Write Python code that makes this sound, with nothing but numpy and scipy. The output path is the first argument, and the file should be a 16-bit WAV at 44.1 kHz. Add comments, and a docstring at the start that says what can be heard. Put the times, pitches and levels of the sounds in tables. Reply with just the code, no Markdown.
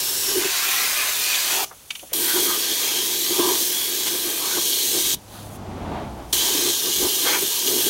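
"""Rust-proofing oil is sprayed through a bendy wand into a vehicle's hollow steel sill, in three bursts.
First the air jet hisses, rings the hollow and splashes on the metal while oil gurgles in the stream.
In the first pause a little air leaks, the hose bumps the body and the nozzle taps the steel.
The second burst goes into holes in the sill. In the next pause air leaks again and a car passes outside
the garage. The last burst reaches deep inside. All is heard close up, in mono."""
import sys
import numpy as np
from scipy import signal
from scipy.fft import rfft, irfft, next_fast_len
from scipy.io import wavfile
from scipy.ndimage import map_coordinates

SR = 44100
rng = np.random.default_rng(int(sys.argv[2]) if len(sys.argv) > 2 else 0)


def dump_mix(stems):
    """Bounce the given channels to the path in sys.argv[1] as a 16-bit WAV at rate SR."""
    frames = np.atleast_2d(stems).T  # one column per channel
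    limited = np.clip(frames, -1, 1)  # hard clip at full scale
    pcm = np.round(limited * 32767).astype(np.int16)
    wavfile.write(sys.argv[1], SR, pcm)


N = 347949
TIME = np.arange(N) / SR

# Levels are relative: the functions add their own gains. A spread is half the length of a swell.
# trigger pulls: opening t/s, closing t/s, starting surge/dB
TRIGGER_PULLS = [(-.2, 1.645, -2), (2.129, 5.146, 5), (6.325, 8.1, 9)]
# strength of the jet, one list for each pull: t/s, mist level/dB, hollow level/dB
JET_LEVELS = [
    [(0.02, -26, -25.5), (0.118, -25, -27), (0.314, -25.5, -23.5), (0.354, -25, -27.5), (0.46, -28, -25.5),
     (0.724, -24.5, -24.5), (1.03, -26, -26), (1.338, -26, -23.5), (1.446, -26.5, -24.5),
     (1.538, -24.5, -22), (1.62, -27.5, -26.5)],
    [(2.18, -23.5, -28.5), (2.3, -21.5, -24.5), (2.65, -26, -25), (3.0, -26, -24.5), (3.01, -25.5, -26),
     (3.56, -24.5, -23.5), (3.59, -23, -25.5), (4.05, -27.5, -27), (4.08, -24, -22.5), (4.1, -26, -27),
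     (4.39, -27, -29), (4.48, -26.5, -24.5), (4.68, -24.5, -24), (5.12, -24, -23.5)],
    [(6.38, -24, -22.5), (6.396, -25, -22), (6.696, -24.5, -22.5), (6.718, -26.5, -24.5),
     (7.208, -24, -24.5), (7.324, -24, -22.5), (7.398, -24.5, -25.5), (7.586, -25, -25),
     (7.652, -26, -25.5), (7.678, -22, -20), (7.71, -23.5, -24.5), (7.86, -22.5, -24)],
]
# where the nozzle is: t/s, place (0 seam, 1 open, 2 first hole, 3 second hole, 4 deep in that hole)
NOZZLE_PLACE = [(0, 0), (.28, -0.5), (.48, 1), (1.64, 1), (2.1, 2), (4.48, 2), (4.62, 3), (6.69, 3),
                (6.74, 4), (7.89, 4)]
# tone colour of the hiss at those five places: f/Hz, level/dB
SEAM_HISS = [(1410, -17), (2400, -19), (2900, -3), (3600, -3), (4400, -3), (5000, -4.5), (5450, 1.5),
             (6000, -3), (7000, -3), (8000, -7), (10400, -40), (17600, -120)]
OPEN_HISS = [(1410, -27.5), (2400, -5), (3000, -3.5), (3470, -2.5), (3760, -3.5), (4530, -3), (4860, -4.5),
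             (5350, -4.5), (6770, -3.5), (8000, -10), (10400, -46), (17600, -120)]
FIRST_HOLE_HISS = [(1410, -23.5), (2400, -7.5), (2720, -11.5), (3260, 4), (3560, 0.5), (4530, 1),
                   (4910, -3.5), (5350, -1), (6510, 0.5), (7270, -3), (8000, -11), (10400, -37),
                   (17600, -120)]
SECOND_HOLE_HISS = [(1410, -28), (2400, -11), (2690, -12), (3150, 1), (3650, 0.5), (3970, 1.5),
                    (4330, -0.5), (4930, -5), (5140, -3.5), (6640, 2), (7340, -5), (8000, -4.5),
                    (10400, -13), (17600, -120)]
DEEP_HISS = [(1410, -44.5), (2400, -16), (2610, -15), (2690, -15), (2760, -5.5), (3230, 2), (3500, -2),
             (3650, 1.5), (3910, -3), (4140, 1.5), (4740, -5), (5710, -1.5), (6510, -0.5), (7340, -4.5),
             (8000, -14), (10400, -32), (17600, -120)]
# colours of oil mist, of a splash on bare metal and of one inside the sill: f/Hz, level/dB
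MIST_COLOUR = [(6500, -30), (7600, 0.5), (8300, 0.5), (9200, 2), (10000, 1), (10450, -4), (11000, 2.5),
               (11600, 3), (13500, 1.5), (15800, -0.5)]
BARE_SPLASH = [(260, -31.5), (450, -16), (568, -13.5), (700, -9), (838, -11), (981, -6), (1830, -4.5),
               (2160, -6), (2450, -2), (2700, -9.5), (3510, -16), (5940, -120)]
MUFFLED_SPLASH = [(280, -30), (480, 1), (575, -9.5), (655, -3.5), (751, -12), (819, -1.5), (989, -5.5),
                  (1060, -4.5), (1220, -0.5), (1420, -14.5), (1580, 0), (1870, -6.5), (2240, -5),
                  (2480, -5.5), (2700, -0.5), (3510, -27), (5940, -120)]
# pitches at which the sill rings, and dips between them: f/Hz, width/Hz, lift/dB
SILL_RESONANCES = [(960, 44, 8.5), (1350, 190, -4.5), (1552, 73, 5.5), (1940, 57, 5), (2290, 31, 8.5),
                   (2900, 50, 6), (3300, 180, 2.5), (3960, 86, 0.5), (4270, 110, -1), (4440, 63, 0),
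                   (5210, 43, 4.5), (6800, 250, 2.5)]
# how squarely the jet meets the metal: t/s, splash level/dB against the hollow
JET_AIM = [(0, -13.5), (.25, -14), (.43, -7), (.7, -7), (1.05, -4), (1.2, -12.5), (1.35, -7.5),
           (1.64, -9.5), (2.15, -10.5), (2.65, -14), (2.9, -10), (3.2, -16.5), (3.7, -15.5), (4.3, -9.5),
           (4.7, -18), (6.4, -16), (6.85, -16), (7.89, -15)]
# the oil at each of the five places: steady gurgle level/dB, hoot f/Hz, purity of a strong hoot (0-1)
OIL_AT_PLACE = [(-43, 385, 0.99), (-47, 385, 0.88), (-38, 352, .68), (-38, 358, 0.49), (-40.5, 370, 0.45)]
# colour of the gurgle: f/Hz, level/dB
GURGLE_COLOUR = [(25, -34), (70, -24.5), (140, -15), (220, -8.5), (290, -1.5), (355, -2), (420, 1),
                 (520, -11), (700, -15), (1500, -24)]
# lumps of oil that swell the gurgle: t/s, level/dB, spread/s
OIL_LUMPS = [(0.31, -33, 0.031), (0.374, -15.5, 0.014), (0.427, -31.5, .02), (0.459, -23.5, 0.0082),
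             (0.678, -35.5, 0.013), (1.593, -36, 0.075), (2.208, -32.5, 0.048), (2.377, -24, 0.024),
             (2.45, -31.5, 0.074), (3.317, -23.5, 0.014), (3.397, -16.5, .008), (3.47, -26, 0.073),
             (3.615, -30.5, 0.021), (4.142, -31.5, 0.018), (4.275, -30, 0.02), (4.579, -24, 0.014),
             (4.966, -25.5, 0.027), (6.567, -28.5, 0.061), (6.679, -26, 0.03), (6.877, -29, 0.026),
             (7.033, -23.5, 0.028), (7.282, -33.5, 0.13), (7.429, -23, 0.0081), (7.75, -26.5, 0.067),
             (7.874, -25, 0.013)]
# echo of the garage: f/Hz, time to fade by 60 dB/s
ECHO_FADE = [(100, 0.3), (1000, 0.21), (6000, 0.1), (15000, 0.073)]
# colour of the garage's background noise: f/Hz, level/dB
GARAGE_COLOUR = [(25, -10), (60, 2), (150, -2), (350, -4.5), (700, -6), (1100, -8), (2000, -11), (6000, -9),
                 (15000, -22)]
# the jet catches a rim and whistles: t/s, level/dB, spread/s, f/Hz
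RIM_WHISTLES = [(.07, -34, .07, 5350), (0.252, -29.5, 0.057, 5480), (.2, -33, .02, 7800),
                (1.006, -28, 0.026, 2480), (1.33, -30, 0.037, 2500), (2.335, -33, 0.051, 1500),
                (2.988, -27.5, 0.033, 3150), (3.45, -38, 0.085, 3270), (3.79, -32, .05, 3400),
                (3.22, -35, .05, 4000), (4.538, -35, 0.03, 1530), (4.75, -32.5, 0.18, 4300),
                (6.42, -30.5, 0.14, 3100), (7.02, -31, 0.021, 6080), (7.313, -27.5, 0.034, 2190)]
# thumps of stray air: t/s, level/dB, spread/s
AIR_PUFFS = [(0.16, -48, .025), (5.063, -44, 0.022), (5.166, -39, .02), (7.015, -38, 0.032)]
# their colour: f/Hz, level/dB
PUFF_COLOUR = [(20, -15), (50, -3), (100, -7), (190, -4.5), (400, -24), (1200, -60)]
# the jet crosses a pocket in the metal: t/s, level/dB, spread/s, f/Hz, width/Hz
POCKET_SPLASHES = [(0.432, -36, .012, 1600, 1810), (.81, -36, 0.088, 2000, 350),
                   (1.593, -30.5, 0.061, 820, 650), (2.38, -31, 0.022, 810, 600),
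                   (2.517, -33, 0.039, 1190, 500), (3.47, -30.5, 0.067, 900, 700),
                   (4.076, -35, 0.011, 2400, 2200), (4.463, -36, .04, 1130, 400),
                   (4.58, -31, 0.0091, 1010, 500), (6.45, -39, 0.059, 900, 700),
                   (7.047, -32.5, 0.029, 800, 600), (7.276, -25, 0.026, 1100, 2200),
                   (7.348, -25.5, 0.026, 1200, 2400)]
# the hose slides over the body: t/s, level/dB, spread/s, f/Hz, width/Hz
HOSE_RUBS = [(1.675, -45, .02, 6100, 2000), (1.6, -43, 0.011, 2150, 960), (2.115, -44.5, 0.012, 2400, 1700),
             (5.38, -48.5, 0.064, 3900, 2200), (5.37, -48, .035, 1360, 700)]
# leaking air: t/s, level/dB
LEAK_LEVELS = [(1.64, -42), (1.72, -48), (1.86, -48.5), (1.97, -41), (2.12, -46.5), (5.17, -54),
               (5.28, -53), (5.34, -44), (5.47, -46), (5.5, -50), (5.56, -43), (5.59, -64.5), (6.26, -56),
               (6.32, -44)]
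# its colour: f/Hz, level/dB
LEAK_COLOUR = [(1350, -50), (2300, -11), (3580, -3), (3820, -18), (4280, -7), (4830, -15), (5910, -7),
               (6300, -2), (7230, -6), (8700, -5.5), (9900, -1.5), (13300, -6), (15800, -7.5)]
# the hose bumps the body: t/s, level/dB, f/Hz
HOSE_BUMPS = [(1.708, -38, 1260), (1.710, -42, 650), (2.025, -36.5, 596), (2.114, -36, 543)]
# the nozzle taps the steel: t/s, level/dB, rise/s
NOZZLE_TAPS = [(1.903, -15.5, 0.0042), (1.950, -23, 0.0059), (1.991, -31, .005)]
# ringing tones of the steel: f/Hz, level/dB, time to fade by 60 dB/s
STEEL_TONES = [(2280, -2, 0.053), (2630, -10, 0.035), (2850, -17, 0.047), (3140, -9, 0.033),
               (3460, -10, 0.049), (3640, -7, 0.045), (3876, -17, 0.05), (4630, -14, 0.055),
               (5800, -20, 0.071), (5800, -9, 0.022), (6342, -23, 0.11), (9265, -36, 0.1),
               (9690, -19, 0.065), (10000, -18, 0.066)]
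# colour of the crack of a tap: f/Hz, level/dB
CRACK_COLOUR = [(240, -74), (400, -37), (907, -20), (1060, -16), (2120, -15), (2740, 0), (4880, -17),
                (5860, -13), (8180, -19), (15000, -36)]
# the passing car's engine note: t/s, firing f/Hz, level/dB
ENGINE_NOTE = [(4.9, 105, -69), (5.25, 104.6, -50), (5.42, 105, -43), (5.6, 100.2, -42), (5.8, 88.5, -40),
               (5.97, 76, -35), (6.1, 62, -39), (6.35, 58, -46), (6.7, 57, -68), (7.2, 56.7, -77)]
# the car's noise: t/s, rumble level/dB, tyre level/dB
CAR_LEVELS = [(5.18, -51, -53), (5.22, -52, -54), (5.36, -46, -47), (5.594, -38, -44),
              (5.982, -30.5, -31.5), (6.14, -38, -43), (6.21, -42, -39.5), (6.31, -42.5, -47)]
# colours of its rumble and tyres: f/Hz, level/dB
RUMBLE_COLOUR = [(15, -41), (25, -8), (59, -1), (86, -1.5), (140, -4), (230, -1), (365, -8), (420, -23),
                 (550, -43.5), (920, -120)]
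TYRE_COLOUR = [(180, -30), (300, -8.5), (457, -6.5), (502, -8), (565, -5.5), (806, -4.5), (1420, -17),
               (1710, -21), (2930, -25.5), (3390, -25), (7000, -47), (9100, -78), (15400, -120)]


def amp(db):
    """Turn decibels into a gain."""
    return 10 ** (np.asarray(db) / 20)


def unit(x):
    """Scale to an average power of 1."""
    return x / np.sqrt(np.mean(x ** 2) + 1e-20)


def along(points, hz):
    """Read between (f/Hz, value) points on a log frequency axis."""
    f, values = np.transpose(points)
    return np.interp(np.log(hz + 1), np.log(f + 1), values)


def curves(rows):
    """One value per sample for each column after the time."""
    times, *columns = np.transpose(rows)
    return [np.interp(TIME, times, column) for column in columns]


def wobble(rate):
    """A smooth curve through `rate` random values a second."""
    return unit(map_coordinates(rng.standard_normal(int(N * rate / SR) + 4), [TIME * rate]))


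def filtered(x, response):
    """Scale each frequency in x by the gain response(hz)."""
    size = next_fast_len(N + SR // 2)
    return irfft(rfft(x, size) * response(np.fft.rfftfreq(size, 1 / SR)), size)[..., :N]


def noise(colour):
    """Noise with the given tone colour."""
    return unit(filtered(rng.standard_normal(N), lambda hz: amp(along(colour, hz))))


def bell(hz, centre, width):
    """The hump of one resonance: 1 at its centre, less to each side."""
    return 1 / (1 + (2 * (hz - centre) / width) ** 2)


def band(x, centre, width):
    """The part of x around one pitch, at power 1."""
    return unit(filtered(x, lambda hz: bell(hz, centre, width)))


def narrow(centre, width):
    """Noise around one pitch."""
    return band(rng.standard_normal(N), centre, width)


def swell(s, spread):
    """A smooth rise and fall around time s."""
    return np.exp(-.5 * ((TIME - s) / spread) ** 2)


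def strike(t, rise, fade):
    """A quick rise to 1, then a drop of 60 dB every `fade` seconds."""
    t = np.maximum(t, 0)
    shape = (1 - np.exp(-(t / rise) ** 2)) * amp(-60 * t / fade)
    return shape / shape.max()


def valve(rise_s=0.0044, fall_s=0.0048, surge_s=0.016):
    """Air flow, 1 when steady; stored pressure makes the later pulls start with a surge."""
    flow = np.zeros(N)
    for opens, closes, surge_db in TRIGGER_PULLS:
        t = np.maximum(TIME - opens, 0)
        opening = np.minimum(t / rise_s, 1) ** 2
        closing = np.exp(-np.maximum(TIME - closes, 0) / fall_s)
        flow += opening * amp(surge_db * np.exp(-t / surge_s)) * closing
    return flow


def in_sill(x):
    """The closed steel box boosts the pitches at which it rings."""
    lift_db = lambda hz: sum(db * bell(hz, centre, width) for centre, width, db in SILL_RESONANCES)
    return unit(filtered(x, lambda hz: amp(lift_db(hz))))


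def off_panels(x, strength, sway_s, count=10):
    """Nearby panels reflect the jet; the delays drift as the hand moves."""
    out = x.copy()
    for delay_s in rng.uniform(0.000999, .009, count):
        path_s = delay_s + sway_s * wobble(1.5)
        out += strength * wobble(5) * map_coordinates(x, [(TIME - path_s) * SR], order=3)
    return out / np.sqrt(1 + count * strength ** 2)


def swirl(x, depth_db, patch_hz, patch_s):
    """The wandering jet makes narrow bands louder and softer at random."""
    hz, t, spectrum = signal.stft(x, SR, nperseg=512)
    grid = np.meshgrid(hz / patch_hz, t / patch_s, indexing='ij')
    patches = map_coordinates(rng.standard_normal((256, 256)), grid, mode='mirror')
    return signal.istft(spectrum * unit(amp(depth_db * patches)), SR, nperseg=512)[1][:N]


def splashing(bare):
    """Oil lands: bright on bare metal (share 0-1), hollow inside the sill."""
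    on_metal = off_panels(noise(BARE_SPLASH), strength=0.22, sway_s=0.00021)
    return np.sqrt(bare) * on_metal + np.sqrt(1 - bare) * in_sill(noise(MUFFLED_SPLASH))


def spray():
    """The jet: fine mist, the ringing hollow and the splash, all fluttering with the oil in the air."""
    mist_db, hollow_db = curves(np.vstack(JET_LEVELS))
    place, = curves(NOZZLE_PLACE)
    aim_db, = curves(JET_AIM)
    nearness = lambda k: np.maximum(1 - abs(place - k), 0)
    hisses = [noise(SEAM_HISS), noise(OPEN_HISS)]
    hisses += [in_sill(noise(hole)) for hole in (FIRST_HOLE_HISS, SECOND_HOLE_HISS, DEEP_HISS)]
    hollow = sum(np.sqrt(nearness(k)) * hiss for k, hiss in enumerate(hisses))
    mist = amp(mist_db + 1.05) * noise(MIST_COLOUR)
    air = off_panels(mist + amp(hollow_db + 0.06) * hollow, strength=0.093, sway_s=.00008)
    # in the open the oil lands on bare metal; elsewhere the splash is mostly muffled
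    bare = np.clip(.1 + nearness(0.96), 0, 1)
    splash = amp(hollow_db + aim_db + 1.5 + 0.85 * wobble(12)) * splashing(bare)
    splash += pockets(splashing(np.clip(bare + 0.36, 0, 1)))
    flutter_db = 0.24 * wobble(45) + 0.64 * wobble(400)
    jet = air + amp(0.77 * wobble(130)) * splash
    return amp(flutter_db) * swirl(jet, depth_db=1.5, patch_hz=241.4, patch_s=.09)


def gurgle():
    """Lumps of oil break up the stream and hoot at a low pitch."""
    place, = curves(NOZZLE_PLACE)
    steady_db, hoot_hz, purity = [np.interp(place, range(5), col) for col in np.transpose(OIL_AT_PLACE)]
    lump_power = sum((amp(db) * swell(s, spread)) ** 2 for s, db, spread in OIL_LUMPS)
    oil_db = 10 * np.log10(amp(steady_db + 1.5 * wobble(14)) ** 2 + lump_power)
    phase = 2 * np.pi * np.cumsum(hoot_hz * (1 + 0.0592 * wobble(130))) / SR
    hoot = unit(amp(2.1 * wobble(60)) * np.sin(phase))
    burble = unit(amp(0.93 * wobble(90)) * noise(GURGLE_COLOUR))
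    # the harder the resonance is driven, the purer it sounds
    hoot_share = purity * np.clip((oil_db + 48) / 21, .1, 1)
    return amp(oil_db + 0.17) * (np.sqrt(hoot_share) * hoot + np.sqrt(1 - hoot_share) * burble)


def garage_echo(x):
    """The walls give a short echo whose high notes fade first."""
    hz, t, spectrum = signal.stft(rng.standard_normal(SR // 2), SR, nperseg=256)
    fading = amp(-60 * t / along(ECHO_FADE, hz)[:, None])
    tail = signal.istft(spectrum * fading, SR, nperseg=256)[1]
    return signal.fftconvolve(x, tail / np.linalg.norm(tail))[:N]


def whistles(width_hz=230):
    """Each rim that the jet catches sings briefly around one pitch."""
    return sum(amp(db) * swell(s, spread) * narrow(hz, width_hz) for s, db, spread, hz in RIM_WHISTLES)


def puffs():
    """Stray air reaches the microphone as soft thumps."""
    return noise(PUFF_COLOUR) * sum(amp(db) * swell(s, spread) for s, db, spread in AIR_PUFFS)


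def pockets(splash):
    """Each pocket that the jet crosses swells the splash around its own pitch."""
    return sum(amp(db) * swell(s, spread) * band(splash, hz, width)
               for s, db, spread, hz, width in POCKET_SPLASHES)


def hose_rubs():
    """The hose slides over the body with brief swishes."""
    return sum(amp(db) * swell(s, spread) * narrow(hz, width) for s, db, spread, hz, width in HOSE_RUBS)


def leak():
    """A little air keeps escaping, heard between the bursts."""
    leak_db, = curves(LEAK_LEVELS)
    return amp(leak_db + 0.87 * wobble(100)) * noise(LEAK_COLOUR)


def hose_bumps():
    """The soft hose hits the body with dull thuds."""
    return sum(amp(db - 2) * strike(TIME - s, rise=0.0042, fade=0.095) * narrow(hz, 0.73 * hz)
               for s, db, hz in HOSE_BUMPS)


def nozzle_taps():
    """The nozzle bounces on the steel; each hit cracks and rings."""
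    out = np.zeros(N)
    t = np.arange(SR // 4) / SR
    crack = noise(CRACK_COLOUR)
    for s, db, rise in NOZZLE_TAPS:
        start = round(s * SR)
        span = slice(start, start + len(t))
        ring = np.zeros(len(t))
        for hz, tone_db, fade in STEEL_TONES:
            loudness = amp(tone_db + rng.normal(0, 2.4)) * strike(t, rise, fade)
            ring += loudness * np.sin(2 * np.pi * (hz * t + rng.random()))
        out[span] += amp(db - 5.5) * ring / abs(ring).max()
        out[span] += amp(db - 8) * strike(t, rise, fade=0.035) * crack[span]
    return out


def passing_car():
    """Tyres and exhaust swell and fade; the engine note drops as the car goes by."""
    rumble_db, tyre_db = curves(CAR_LEVELS)
    firing_hz, engine_db = curves(ENGINE_NOTE)
    # the noise falls away by 35 dB a second on either side of the pass
    far_db = -35 * (np.maximum(5.18 - TIME, 0) + np.maximum(TIME - 6.31, 0))
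    phase = 2 * np.pi * np.cumsum(firing_hz * (1 + 0.0095 * wobble(25))) / SR
    note = unit(np.sin(phase) + 0.34 * np.sin(2 * phase) + .15 * np.sin(3 * phase))
    engine = amp(engine_db + 1.1 * wobble(10)) * note
    rumble = amp(rumble_db + far_db - 0.5) * noise(RUMBLE_COLOUR)
    tyres = amp(tyre_db + far_db + 2) * noise(TYRE_COLOUR)
    return engine + rumble + tyres


def scene():
    """The work under the vehicle, the street outside and the still air of the garage."""
    work = valve() * (spray() + gurgle() + whistles())
    work += leak() + nozzle_taps() + hose_bumps() + hose_rubs()
    mono = work + amp(-17) * garage_echo(work) + puffs() + passing_car()
    mono += amp(-51.5) * noise(GARAGE_COLOUR)
    return np.array([mono, mono])


def record(dry, top_hz=15790):
    """Cut off the very highest treble."""
    return filtered(dry, lambda hz: hz < top_hz)


dry = scene()
out = record(dry)
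dump_mix(out)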